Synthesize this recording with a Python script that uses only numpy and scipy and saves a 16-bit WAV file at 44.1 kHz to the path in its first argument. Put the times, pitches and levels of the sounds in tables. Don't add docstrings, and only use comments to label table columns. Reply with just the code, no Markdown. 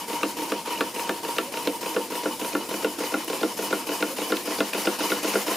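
import sys
import numpy as np
from scipy import signal
from scipy.fft import rfft, irfft, next_fast_len
from scipy.io import wavfile
from scipy.ndimage import uniform_filter1d, map_coordinates

SR = 44100
rng = np.random.default_rng(int(sys.argv[2]) if len(sys.argv) > 2 else 0)


def dump_mix(stems):
    frames = np.atleast_2d(stems).T
    limited = np.clip(frames, -1, 1)
    pcm = np.round(limited * 32767).astype(np.int16)
    wavfile.write(sys.argv[1], SR, pcm)


def undo_db(level):
    steps = np.asarray(level, float) / 20
    return 10 ** steps


N = 245195

# t/s, board level/dB, frame ring level/dB, crack level/dB
KNOCKS = [(0.232, -18.5, -19.5, -16.5), (0.5196, -18, -23, -21), (0.8076, -18, -19, -15.5),
          (1.0935, -17.5, -21, -17.5), (1.384, -20, -20.5, -14), (1.673, -17.5, -34, -15),
          (1.9638, -17, -24, -23), (2.2564, -16, -25.5, -25), (2.5501, -18.5, -21, -31.5),
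          (2.8456, -16, -25, -19.5), (3.1405, -18, -21, -27), (3.431, -16, -24, -21),
          (3.7273, -16.5, -20, -32), (4.0254, -18.5, -21, -19.5), (4.321, -17.5, -20, -20.5),
          (4.6046, -14, -20.5, -19), (4.8714, -15, -21, -20.5), (5.1185, -16, -21, -20),
          (5.3539, -14, -21.5, -25)]
# t/s, peak level/dB, ping f/Hz, ping level/dB
TICKS = [(0.3696, -38, 2600, -45), (0.754, -31, 2670, -22), (0.7744, -25, 2900, -19),
         (2.395, -26, 2610, -38), (3.28, -23, 2750, -27), (4.3685, -13.5, 3570, -37),
         (4.733, -15.5, 2460, -14.5)]
# start t/s, end t/s
NEARING = (0.82, 3.3)


def unit(x):
    return x / np.sqrt(np.mean(x ** 2) + 1e-20)


def along(points, hz):
    f, v = np.transpose(points)
    return np.interp(np.log(hz + 1), np.log(f + 1), v)


def wobble(rate):
    knots = rng.standard_normal(int(N * rate / SR) + 4)
    return map_coordinates(knots, [np.arange(N) * rate / SR])


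def filtered(x, response):
    m = next_fast_len(N + SR // 2)
    return irfft(rfft(x, m) * response(np.fft.rfftfreq(m, 1 / SR)), m)[..., :N]


def coloured(x, spectrum):
    return filtered(x, lambda hz: undo_db(along(spectrum, hz)))


def high_pass(x):
    low_hz = 161
    return filtered(x, lambda hz: 1 / (1 + (low_hz / (hz + 1)) ** 4.5))


def resonances(modes):
    def response(f):
        total = 0
        for k, (centre, width, db) in enumerate(modes):
            band = 1j * f * width / (centre * centre - f * f + 1j * f * width)
            total = total + (-1) ** k * undo_db(db) * band
        return total
    return response


def pair_noise():
    # f/Hz, correlation/1
    alike = [(60, 0.6), (150, 0.91), (380, 0.98), (950, 0.88), (2380, 0.68), (5980, 0.75), (15000, 0.67)]

    def mid_side(hz):
        turn = np.arccos(np.clip(along(alike, hz), -1, 1)) / 2
        return np.array([np.cos(turn), np.sin(turn)])

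    mid, side = filtered(rng.standard_normal((2, N)), mid_side)
    return np.array([mid + side, mid - side])


def patchy(pair, depth_db):
    z = signal.stft(pair, nperseg=512)[2]
    field = uniform_filter1d(rng.standard_normal(z.shape[1:]), 4, 0)
    field = uniform_filter1d(field, 10, 1)
    return signal.istft(z * undo_db(depth_db * unit(field)), nperseg=512)[1][:, :N]


def turn_starts():
    s = np.transpose(KNOCKS)[0]
    return np.r_[2 * s[0] - s[1], s, 2 * s[-1] - s[-2]]


def pressure_and_view(s):
    # t/s, level/dB
    pressure = [(0, 0), (1, -0.15), (2, -0.2), (3, 1), (3.6, 1.5), (4.4, 2), (4.8, 3.5), (5.2, 5.5),
                (5.56, 4.5)]
    times, db = np.transpose(pressure)
    return np.interp(s, times, db), np.interp(s, NEARING, (0, 1))


def room_air():
    # f/Hz, level/dB per Hz
    air_spectrum = [(25, -42), (50, -31), (80, -12.5), (130, -9), (200, 1), (500, 0), (1300, -20.5),
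                    (9900, -15), (15600, -52)]
    return undo_db(-43.0) * unit(coloured(pair_noise(), air_spectrum))


def flow_levels(t):
    valve = {"eases": (0.071, 0.088, 0.098), "shuts": (0.457, 0.11, 0.015), "opens": (.485, 0.013, 0.027),
             "admits": (0.574, 0.042, 0.044), "exhausts": (0.707, 0.079, 0.11),
             "cushions": (0.94, 0.023, 0.019), "reverses": (0.95, 0.031, 0.018)}
    # pot level/dB, chuff level/dB, leak level/dB, shake level/dB
    valve_gain = [(-3, 0.5, -1, 6), (-14.5, -5, -5, -6), (1.2, 2.5, 2, 7.8), (-1.5, 2.9, -1, 8),
                  (1.5, 3, 4, 1.5), (-3, 5.5, -3.5, 5), (-7, 0.5, 3, -6)]
    layers = {"pot": (-37, 0.97, -3), "chuff": (-40, 1.25, 0.16), "leak": (-40.5, 0.96, .3),
              "shake": (-41.5, 0.56, 0.96)}
    edge = 2.36
    s = turn_starts()
    share = np.interp(t, s, np.arange(len(s))) % 1
    push_db, near = pressure_and_view(t)
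    swing = np.zeros((4, N))
    for (at, rise, fall), db in zip(valve.values(), valve_gain):
        past = (share - at + .5) % 1 - .5
        reach = np.where(past < 0, rise, fall)
        swing += np.outer(db, np.exp(-np.abs(past / reach) ** edge))
    swing[3] += -3.5 + 13 * np.exp(-share / .13)
    return swing + [db + slope * push_db + close_db * near for db, slope, close_db in layers.values()]


def pot_note(t):
    # f/Hz, width/Hz, level far/dB, level near/dB
    pot_modes = [(939.6, 127, 1, 5.5), (1017, 123, -10, 2), (2670, 990, -16.5, -12.5),
                 (2953, 162, -9.5, -1)]
    near, exhaust = np.interp(t, NEARING, (0, 1)), pair_noise()

    def heard(modes):
        return unit(filtered(exhaust, lambda f: sum(resonances([(hz, w, db / 2)])(f) ** 2
                                                    for hz, w, db in modes)))

    far_note = heard([(hz, w, db) for hz, w, db, _ in pot_modes])
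    near_note = heard([(hz, w, db) for hz, w, _, db in pot_modes])
    return (1 - near) * far_note + near * near_note


def whistle(t):
    hz = 940 + 17 * wobble(22)
    fade = np.interp(t, (2.4, 3.2), (1, .25))
    return fade * unit(undo_db(1.0 * wobble(35)) * np.sin(2 * np.pi * np.cumsum(hz) / SR))


def exhaust_rush():
    # f/Hz, level/dB per Hz
    rush = [(300, -66), (600, 0.5), (1150, -1.5), (1640, -5), (2600, -1.5), (3500, -7.5), (5000, -4.5),
            (7000, -9), (8000, -23), (11000, -35)]
    return unit(coloured(patchy(pair_noise(), depth_db=2.0), rush))


def gland_leak():
    # f/Hz, level/dB per Hz
    jet = [(2500, -17.5), (4500, -7), (7000, -6.5), (7700, -9), (9800, -5), (12000, -2.5), (14900, -2),
           (15600, -11.5)]
    # f/Hz, width/Hz, level/dB
    whistles = [(5120, 120, 6), (7150, 135, 8.5), (8310, 210, 8.5), (9950, 550, 5.5), (12160, 350, -4)]
    spit = undo_db(0.5 * wobble(400) + 1.35 * wobble(30))
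    cavities = resonances(whistles)
    hiss = patchy(pair_noise() * spit, depth_db=1.83)
    return unit(filtered(hiss, lambda hz: undo_db(along(jet, hz)) * (1 + np.abs(cavities(hz)))))


def board_shake():
    # f/Hz, width/Hz, level/dB
    rumble = [(211, 30, -20), (239, 10, -4.5), (296, 60.4, 5.5), (343, 78, 4.5), (375, 55, -13.5),
              (450.5, 33, -1), (486.6, 19, 2), (555, 38, -9), (722, 18, -6.5), (800, 47, -10)]
    return unit(filtered(pair_noise(), resonances(rumble)))


def steam():
    t = np.arange(N) / SR
    pot_db, chuff_db, leak_db, shake_db = flow_levels(t)
    pot = undo_db(1.2 * wobble(25)) * (pot_note(t) + undo_db(-1.5) * whistle(t))
    flow = undo_db(pot_db) * pot
    flow = flow + undo_db(chuff_db + 0.32 * wobble(16)) * exhaust_rush()
    flow = flow + undo_db(leak_db + 0.24 * wobble(9.1)) * gland_leak()
    return flow + high_pass(undo_db(shake_db - 2.7 * wobble(14)) * board_shake())


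def free_modes(hz, t60, rise_cycles):
    t, hz, t60 = np.arange(SR // 4) / SR, np.c_[hz], np.c_[t60]
    return undo_db(-60 * t / t60) * (1 - np.exp(-t * hz / rise_cycles)) * np.sin(2 * np.pi * hz * t)


def ring(modes, db, sign, scatter_db):
    y = (sign * undo_db(db + rng.normal(0, scatter_db, len(db)))) @ modes
    return y / np.abs(y).max()


def blows():
    # share of turn/1, lag t/s, board level/dB, crack level/dB
    gear_taps = [
        (.537, 0.00033, -29.5, -26.5),
        (.537, .033, -29, -25),
        (.933, 0.00025, -33.5, -36),
    ]
    # board gain close by/dB, crack growth/dB per dB of pressure
    tap_growth = [(4.5, 0.84), (3.5, -1.1), (7, 1.2)]
    slop_s, scatter_db, push = .0012, 0.7, 0.36
    knocks = [(s, wood + 2.3, frame + 5, crack + 4, .008) for s, wood, frame, crack in KNOCKS]
    ticks = [(s, db - 16, db - 27, db - 4.5, .015) for s, db, _, _ in TICKS]
    starts, taps = turn_starts(), []
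    for (share, lag, wood, crack), (close_db, bite) in zip(gear_taps, tap_growth):
        chance = rng.standard_normal((len(starts) - 1, 3))
        s = starts[:-1] + share * np.diff(starts) + lag + slop_s * chance[:, 0]
        push_db, near = pressure_and_view(s)
        wood_db = wood + close_db * near + push * push_db + scatter_db * chance[:, 1]
        crack_db = crack + bite * push_db + scatter_db * chance[:, 2]
        taps += [(a, b + 4, c - 6, c - 1, .02) for a, b, c in zip(s, wood_db, crack_db) if a < N / SR]
    return knocks + taps + ticks


def gear():
    # f/Hz, level/dB, t60/s, side of the node/+-1
    board_modes = [(203, -9, .25, -1), (248, -17, .35, 1), (298, -2, .17, -1), (335, -11, .15, 1),
                   (382, -4, .15, 1), (449, 0, .09, -1), (492, -10, .35, -1), (537, -7, .16, 1),
                   (665, -6.5, .11, 1), (792, -15, .12, -1)]
    # f/Hz, level/dB, t60/s, side/+-1
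    base_modes = [(506, 0, 0.0099, 0.9), (1040, -12, 0.019, -1.05)]
    # f/Hz, level far/dB, level near/dB, t60/s
    frame_modes = [(1122.5, 1.5, -10, 0.091), (1194, 13.5, -9.5, 0.025), (1348, 1, -3.5, 0.09),
                   (1428, 4, 5, 0.051), (1598, 7.5, -2, 0.018), (1760, -4, -15, 0.12),
                   (2077, -18, -11, 0.1), (2443, -5, -12.5, 0.054), (2795, 8.5, -12, 0.026),
                   (3676, -8, -5, 0.019)]
    # f/Hz, level/dB
    crack_spectrum = [(900, -40), (1500, -8.5), (2100, -7.5), (2700, 0), (3250, -9), (3850, -6.5),
                      (4500, -16), (5400, -17.5), (6800, -22), (9000, -23.5)]
    base_lag_s, board_lag_s = .001, .0017
    out, cracks, t = np.zeros(N + SR), np.zeros(N + SR), np.arange(SR // 4) / SR
    rattle = undo_db(-15.5 - 60 * t / 0.094)
    b_hz, b_db, b_t60, b_side = np.transpose(board_modes)
    d_hz, d_db, d_t60, d_side = np.transpose(base_modes)
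    f_hz, far, close, f_t60 = np.transpose(frame_modes)
    f_sign = (-1) ** np.arange(len(far))
    board = free_modes(b_hz, b_t60, rise_cycles=0.035)
    base = free_modes(d_hz, d_t60, rise_cycles=0.38)
    frame = free_modes(f_hz, f_t60, rise_cycles=0.63)
    for s, board_db, ring_db, crack_db, crack_t60 in blows():
        snap = undo_db(-60 * t / crack_t60) * (1 - np.exp(-t / 0.00053))
        near = np.interp(s, NEARING, (0, 1))
        f_db = far + near * (close - far)
        i = round((s - .0001) * SR)
        j, k = i + round(board_lag_s * SR), i + round(base_lag_s * SR)
        out[j:j + len(t)] += undo_db(board_db - 1.18) * ring(board, b_db, b_side, scatter_db=1.4)
        out[k:k + len(t)] += undo_db(board_db - 6.5) * ring(base, d_db, d_side, scatter_db=2.0)
        out[i:i + len(t)] += undo_db(ring_db + 0.12) * ring(frame, f_db, f_sign, scatter_db=2.2)
        cracks[i:i + len(t)] += undo_db(crack_db + 11.5) * (snap + rattle) * rng.standard_normal(len(t))
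    for s, _, hz, db in TICKS:
        ping = free_modes([hz], [0.034], rise_cycles=3.2)[0]
        out[round(s * SR):][:len(t)] += undo_db(db - 4.5) * ping
    return high_pass(out[:N] + coloured(cracks[:N], crack_spectrum))


def shop(x):
    # f/Hz, t60/s
    decay = [(200, 0.078), (2000, 0.26), (10000, 0.08)]
    hz, t, z = signal.stft(rng.standard_normal((2, SR // 2)), SR, nperseg=256)
    tail = signal.istft(z * undo_db(-60 * t / along(decay, hz)[:, None]), SR, nperseg=256)[1]
    late = np.pad(x, (400, 0))[None]
    return signal.fftconvolve(late, tail / np.linalg.norm(tail[0]), axes=1)[:, :N]


def spits_and_squeaks():
    # t/s, peak level/dB
    spits = [(.78, -27), (3.2459, -22), (3.2473, -20), (4.388, -28), (4.735, -26)]
    # t/s, length/s, f/Hz, level/dB
    squeaks = [(1.453, .07, 534, -40), (4.094, 0.051, 513, -35), (5.493, 0.031, 990, -30)]
    clicks, tones, t = np.zeros(N), np.zeros(N), np.arange(N) / SR
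    for s, db in spits:
        clicks[round(s * SR)] = undo_db(db + 11)
    for s, length, hz, db in squeaks:
        u = np.clip((t - s) / length, 0, 1)
        swell = np.sqrt(np.sin(np.pi * u))
        tones += undo_db(db + 1.5) * swell * np.sin(2 * np.pi * hz * length * (u + 0.036 * u ** 2))
    return tones + filtered(clicks, lambda f: resonances([(12800, 8000, .6)])(f) ** 2)


def scene():
    air_and_steam = room_air() + steam()
    metal = gear() + spits_and_squeaks()
    return air_and_steam + metal + undo_db(-19.0) * shop(metal)


def band_limit(x):
    return signal.sosfilt(signal.butter(12, 15820, fs=SR, output="sos"), x)


def record(dry):
    # f/Hz, level/dB
    tilt = [(60, 0.5), (180, -0.5), (550, 0), (1650, 1), (4970, 1.5), (15000, 0.5)]
    mix = filtered(dry, lambda hz: undo_db(np.outer([.5, -.5], along(tilt, hz))) * (hz < 15630))
    return band_limit(mix)


dry = scene()
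out = record(dry)
dump_mix(out)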